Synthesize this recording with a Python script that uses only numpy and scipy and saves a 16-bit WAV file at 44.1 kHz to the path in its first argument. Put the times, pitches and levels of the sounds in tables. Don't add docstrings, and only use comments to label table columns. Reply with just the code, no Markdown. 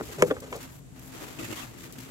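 import sys
import numpy as np
from scipy import signal
from scipy.fft import rfft, irfft
from scipy.io import wavfile
from scipy.ndimage import uniform_filter1d

SR = 44100
rng = np.random.default_rng(int(sys.argv[2]) if len(sys.argv) > 2 else 0)


def nominal_scale(level):
    x = np.asarray(level, float) / 20
    return 10 ** x


def waveform_to_disk(signal):
    frames = np.transpose(np.atleast_2d(signal))
    scaled = np.clip(frames, -1, 1) * 32767
    samples = np.round(scaled).astype(np.int16)
    wavfile.write(sys.argv[1], SR, samples)


N = 92610

# mode in Hz, level in dB, t60 in s, side of the blow [+-1].
BUCKET = [(194, -7, 0.086, 1), (284, 5.5, 0.068, 1), (401, 4, 0.094, -1), (450.5, 17.5, .065, 1),
          (513, 6.5, 0.12, 1), (606, 0.5, 0.046, -1)]
# mode in Hz, level in dB, t60 in s, side of the blow [+-1].
RIM = [(768, -11.5, 0.07, 1), (865, -19, .025, -1), (988, -11, 0.046, 1), (1141, -5, 0.035, -1),
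       (1310, -19, .02, 1), (1443, -2, 0.024, 1), (1783, -8, 0.037, -1), (2140, -15, .03, 1),
       (2390, -14, .03, 1), (2950, -15, 0.03, -1), (3360, -9, 0.017, 1)]
# time in s, speed as hiss in dB, pressure on the tray in dB.
RAKE = [(0, -52.5, -44), (.15, -51, -50.5), (.3, -58.5, -39), (.345, -61, -52), (.5, -58.5, -53.5),
        (0.659, -54.5, -49), (.795, -63, -91), (.805, -85, -89), (.935, -74, -66), (.97, -58.5, -54),
        (1.1, -55, -55.5), (1.23, -47, -46), (1.29, -51, -52), (1.38, -52.5, -49), (1.644, -47.5, -48),
        (1.662, -53, -61), (1.76, -60.5, -51), (2.1, -56, -52.5)]


def evened(x):
    return x / np.sqrt(np.mean(x ** 2) + 1e-20)


def read(points, hz):
    f, value = np.transpose(points)
    return np.interp(np.log(hz + 1), np.log(f + 1), value)


def shaped(x, gain):
    return irfft(rfft(x) * gain(np.fft.rfftfreq(N, 1 / SR)), N)


def add(mix, s, sound):
    part = mix[..., round(s * SR):][..., :sound.shape[-1]]
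    part += sound[..., :part.shape[-1]]


def resonate(x, hz, width):
    r = np.exp(-np.pi * width / SR)
    return evened(signal.lfilter([1, 0, -1], [1, -2 * r * np.cos(2 * np.pi * hz / SR), r * r], x))


def burst(t, start, length):
    rise, fall = 0.1, 0.22
    u = (t - start) / length
    return np.clip(u / rise, 0, 1) * np.clip((1 + fall - u) / (2 * fall), 0, 1) ** 2


def ring(modes, pitch, t):
    return sum(side * nominal_scale(db - 60 * t / t60) * np.sin(2 * np.pi * hz * pitch * t)
               for hz, db, t60, side in modes)


def contact(t):
    crack_db, crack_t60, snap_db, snap_ms = -14, 0.015, 3, 0.05
    noise = signal.lfilter([1], [1, -0.6], rng.standard_normal(len(t)))
    crack = nominal_scale(crack_db - 60 * t / crack_t60) * evened(noise)
    since = t * 1000 - 0.4
    snap = (1 - since / snap_ms) * np.exp(-np.maximum(since, 0) / snap_ms) * (since > 0)
    return crack + nominal_scale(snap_db) * snap


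def knock(hollow, walls, db, wall_db, pitch, hard_hz):
    blow_ms, smear_db, wobble_db = 5.5, -8, -19
    t = np.arange(int(0.3 * SR)) / SR
    noise = rng.standard_normal((2, len(t)))
    rough = 1 + nominal_scale(smear_db) * evened(uniform_filter1d(noise[0], size=60))
    wobble = 1 + nominal_scale(wobble_db) * evened(uniform_filter1d(noise[1], size=300))
    swell = np.sin(np.pi / 2 * np.minimum(t * 1000 / blow_ms, 1)) ** 2
    wall = (rough * ring(walls, pitch, t) + contact(t)) * np.minimum(t * hard_hz / 3, 1)
    wall = signal.lfilter(*signal.butter(2, min(hard_hz, 15000), fs=SR), wall)
    return nominal_scale(db) * (0.5 * swell * wobble * ring(hollow, pitch, t) + nominal_scale(wall_db) * wall)


def jug_knocks():
    # start in s, level in dB, wall in dB, pitch factor, hardness in Hz.
    blows = [(.0005, -30.5, 0, 0.89, 1800), (.007, -45.5, 7.5, 1, 1600), (.0085, -30, 5.5, 0.61, 2200),
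             (.2, -32, -11, 1.02, 990), (.214, -32, 8, 1.01, 1500), (0.2224, -8, 1.5, 1, 10400),
             (.244, -42, -22, 1.02, 1200), (0.424, -47, -2, 0.88, 800), (.481, -45, -16, 0.88, 800),
             (0.516, -40, -11, 1.26, 1270), (0.527, -33.5, 9, 1, 4000), (.544, -37, 7, 1.14, 1400),
             (0.553, -40, 9, 1.19, 1190)]
    # mode in Hz, level in dB, t60 in s, side of the blow [+-1].
    jug_hollow = [(160, -6, 0.14, 1), (252, -9, 0.089, -1), (343, -3, 0.094, 1), (399.3, .5, 0.12, -1),
                  (421, 6.5, 0.024, 1), (492.4, 6, 0.12, 1), (607, 3, 0.046, -1)]
    # mode in Hz, level in dB, t60 in s, side of the blow [+-1].
    jug_wall = [(796, -20.5, 0.07, 1), (880, -32, 0.17, -1), (1002, -2.5, 0.022, 1), (1194, -8.5, 0.02, 1),
                (1400, -7, 0.011, -1), (1700, -11.5, 0.03, 1), (2044, -15, 0.022, -1), (2265, -9, 0.038, 1),
                (2600, -17, 0.013, -1), (3190, -11, 0.015, 1)]
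    out = np.zeros(N)
    for s, *blow in blows:
        add(out, s, knock(jug_hollow, jug_wall, *blow))
    return out


def ground_bumps():
    # start in s, tone in Hz, level in dB, length in s.
    weight_bumps = [(0.065, 66, -42, 0.052), (0.0289, 121, -42.5, 0.043), (0.18, 117, -41.5, 0.035),
                    (0.26, 99.6, -41.5, 0.045), (.17, 145, -34, 0.079), (0.28, 170, -37, 0.04),
                    (0.35, 85, -43, 0.05), (1.41, 115, -38, 0.068), (1.49, 113, -38.5, 0.045),
                    (1.984, 230, -33.5, 0.0064), (1.84, 131, -43.5, 0.066)]
    out = np.zeros(N)
    for s, hz, db, length in weight_bumps:
        t = np.arange(0, length, 1 / SR)
        add(out, s, nominal_scale(db) * np.sin(np.pi * t / length) * np.sin(2 * np.pi * hz * t))
    return out


def rim_drags():
    # start in s, length in s, level in dB.
    drags = [
        (.08, 0.067, -48),
        (.18, .042, -36),
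        (0.259, 0.033, -41),
        (.335, .055, -47),
        (.418, .037, -43),
        (.455, 0.04, -48.5),
        (.52, .045, -40),
        (0.563, 0.023, -45),
    ]
    t = np.arange(N) / SR
    noise = rng.standard_normal(N)
    rub = evened(sum(nominal_scale(db) * resonate(noise, hz, 70) for hz, db, *_ in BUCKET + RIM))
    return rub * sum(nominal_scale(db) * burst(t, s, length) for s, length, db in drags)


def rim_rocks():
    # start in s, level in dB, wall in dB, pitch factor, hardness in Hz.
    rocks = [
        (0.3024, -35.5, 4, 1.06, 2500),
        (.3088, -21.5, -1, 1, 4000),
        (0.3124, -26, 4, 1.01, 3500),
        (0.3653, -43, 7, 1.1, 1800),
    ]
    out = np.zeros(N)
    for s, *blow in rocks:
        add(out, s, knock(BUCKET, RIM, *blow))
    return out


def shed_scatter(x):
    t = np.arange(int(0.2 * SR)) / SR
    tail = rng.standard_normal((2, len(t))) * nominal_scale(-60 * t / 0.05) * (t > 0.004)
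    return nominal_scale(-14) * signal.fftconvolve(x[None], tail / np.linalg.norm(tail[0]), axes=1)[:, :N]


def jug():
    # frequency in Hz, left minus right in dB.
    jug_lean = [(60, -2.5), (450, 3), (800, -3.5), (2000, 4.5), (4500, 8), (10000, 3.5)]
    lag_s = 0.0002
    near = jug_knocks() + ground_bumps() + rim_drags() + rim_rocks()

    def port(k):
        return shaped(near, lambda hz: nominal_scale(k * read(jug_lean, hz)) * np.exp(-2j * np.pi * k * hz * lag_s))

    return np.array([port(0.49), port(-0.37)]) + shed_scatter(near)


def ports(a, b):
    # frequency in Hz, left-right likeness [0 to 1].
    likeness = [(60, 1), (170, 0.43), (350, 0.36), (600, 0.091), (1200, 0.072), (8000, 0.053)]
    # frequency in Hz, left minus right in dB.
    port_lean = [(60, -2), (250, 5), (550, -0.5), (1650, 1), (4000, 2.5), (10000, 1)]
    lead_s = 0.000242
    same = lambda hz: np.clip(read(likeness, hz), 0, 1)
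    left = shaped(a, lambda hz: nominal_scale(read(port_lean, hz) / 2) * np.exp(2j * np.pi * hz * lead_s))
    right = shaped(a, same) + shaped(b, lambda hz: np.sqrt(1 - same(hz) ** 2))
    return np.array([left, shaped(right, lambda hz: nominal_scale(-read(port_lean, hz) / 2))])


def grains():
    per_s, size_db, share, flicker_db = 5000, -1.5, 0.59, 2
    size = nominal_scale(size_db * np.minimum(rng.exponential(1, N), 5)) * (rng.random(N) < per_s / SR)
    fine = rng.standard_normal((3, N))
    mix = share * evened(size * fine[0]) + (1 - share) * fine[1]
    return evened(mix) * nominal_scale(flicker_db * evened(uniform_filter1d(fine[2], size=500)))


def worm_hiss(g):
    # frequency in Hz, level in dB per Hz.
    worm_colour = [(290, -37), (500, 3.5), (1460, -1), (2650, -3.5), (4800, -8), (7100, -15.5),
                   (8700, -18.5), (12300, -14.5), (16000, -15.5)]
    return evened(shaped(g, lambda hz: nominal_scale(read(worm_colour, hz)) * (hz > 450) * np.minimum(hz / 700, 1) ** 2))


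def tray_drum(g, t):
    # mode in Hz, width in Hz, level in dB.
    tray_modes = [(117, 8.3, -6), (235, 75, 4), (252, 38, 6), (321, 40, 13), (390, 104, 2.5),
                  (576, 45, -11), (1220, 130, -2), (2000, 360, -4), (2650, 85, -8.5), (3200, 400, -24)]
    # start in s, length in s, level in dB.
    thumps = [
        (1.135, 0.035, -50),
        (1.213, 0.042, -53.5),
        (1.386, 0.07, -40),
        (1.48, 0.064, -46.5),
        (1.845, 0.039, -55.5),
        (2.02, 0.079, -62),
    ]
    s, _, press_db = np.transpose(RAKE)
    tray = evened(sum(nominal_scale(db) * resonate(g, hz, w) for hz, w, db in tray_modes))
    press = nominal_scale(np.interp(t, s, press_db))
    return tray * (press + sum(nominal_scale(db) * burst(t, start, length) for start, length, db in thumps))


def slips(hiss, t):
    # start in s, level in dB, length in s, brightness in Hz.
    sudden = [(0.027, -55.5, 0.07, 1960), (0.113, -50, 0.025, 800), (0.24, -53, 0.066, 3050),
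              (0.402, -48, 0.0075, 4400), (.5175, -50, 0.0025, 6000), (0.558, -48, 0.011, 3900),
              (0.602, -50.5, 0.053, 736), (.7, -66, 0.11, 5930), (0.995, -49.5, 0.0031, 5770),
              (1.02, -61, 0.079, 4730), (1.14, -67, 0.028, 800), (1.391, -51.5, 0.11, 915),
              (1.505, -61.5, 0.074, 900), (1.552, -53.5, 0.075, 800), (1.774, -53, 0.061, 1000),
              (1.831, -52, 0.048, 660), (1.924, -43.5, 0.0035, 4500), (1.928, -53, 0.021, 2000),
              (1.983, -45.5, 0.01, 895), (2.007, -54, 0.0032, 2000), (1.997, -52.5, 0.071, 686)]
    out = np.zeros(N)
    for start, db, length, hz in sudden:
        near = slice(int(start * SR), int((start + 2 * length) * SR) + 9)
        bright = signal.lfilter(*signal.butter(2, min(hz, 15000), "high", fs=SR), hiss[near])
        out[near] += nominal_scale(db) * burst(t[near], start, length) * evened(bright)
    return out


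def nail_scrapes(g, t):
    # start in s, length in s, level in dB, ring in Hz.
    scrapes = [
        (1.388, 0.011, -45.5, 2600),
        (1.426, 0.048, -50, 2650),
        (1.428, 0.036, -51, 1920),
        (1.513, 0.04, -54, 2720),
        (1.502, 0.054, -54, 2150),
        (1.56, 0.06, -50, 3200),
        (1.563, 0.044, -51.5, 1950),
        (1.565, 0.078, -53.5, 1220),
        (1.603, 0.044, -53, 2600),
    ]
    return sum(nominal_scale(db) * burst(t, s, length) * resonate(g, hz, 200) for s, length, db, hz in scrapes)


def rake():
    t = np.arange(N) / SR
    s, speed_db, _ = np.transpose(RAKE)
    speed = nominal_scale(np.interp(t, s, speed_db) + 3)
    out = []
    for _ in range(2):
        g = grains()
        hiss = worm_hiss(g)
        out.append(hiss * speed + slips(hiss, t) + tray_drum(g, t) + nail_scrapes(g, t))
    return ports(*out)


def yard():
    # frequency in Hz, level in dB per Hz.
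    floor_colour = [(25, -23), (50, -22), (150, -8.5), (300, -23.5), (500, -46), (2500, -36.5),
                    (7000, -43.5), (16000, -49)]
    # hum in Hz, width in Hz, level in dB.
    machine = [(50, 24, -58.5), (80, 12, -71), (122.2, 22, -54.5), (175, 4, -72.5), (258.3, 6.2, -56),
               (336, 18, -70.5), (436, 2.1, -78), (584, 17, -78)]
    air = rng.standard_normal((2, N))
    floor = shaped(air, lambda hz: nominal_scale(read(floor_colour, hz)) * np.minimum(hz / 45, 1) ** 4)
    top = shaped(floor, lambda hz: hz > 400)
    hum = [sum(nominal_scale(db) * resonate(v, hz, w) for hz, w, db in machine) for v in air]
    return ports(*(nominal_scale(-66) * floor / np.std(top) + hum))


def scene():
    return jug() + rake() + yard()


def roll_off(x):
    return signal.sosfilt(signal.butter(12, 16600, fs=SR, output="sos"), x)


def record(dry):
    # bump in Hz, width in Hz, level in dB.
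    mic_bumps = [(7360, 1540, 9.5), (8900, 250, -0.5), (11700, 2670, 6.5)]
    low_cut_hz, top_hz, top_db = 40, 15850, -30

    def colour(hz):
        db = sum(d * np.exp(-((hz - f) / w) ** 2) for f, w, d in mic_bumps) + top_db * (hz > top_hz)
        return nominal_scale(db) / np.sqrt(1 + (low_cut_hz / (hz + 1)) ** 8)

    return roll_off(shaped(dry, colour))


dry = scene()
out = record(dry)
waveform_to_disk(out)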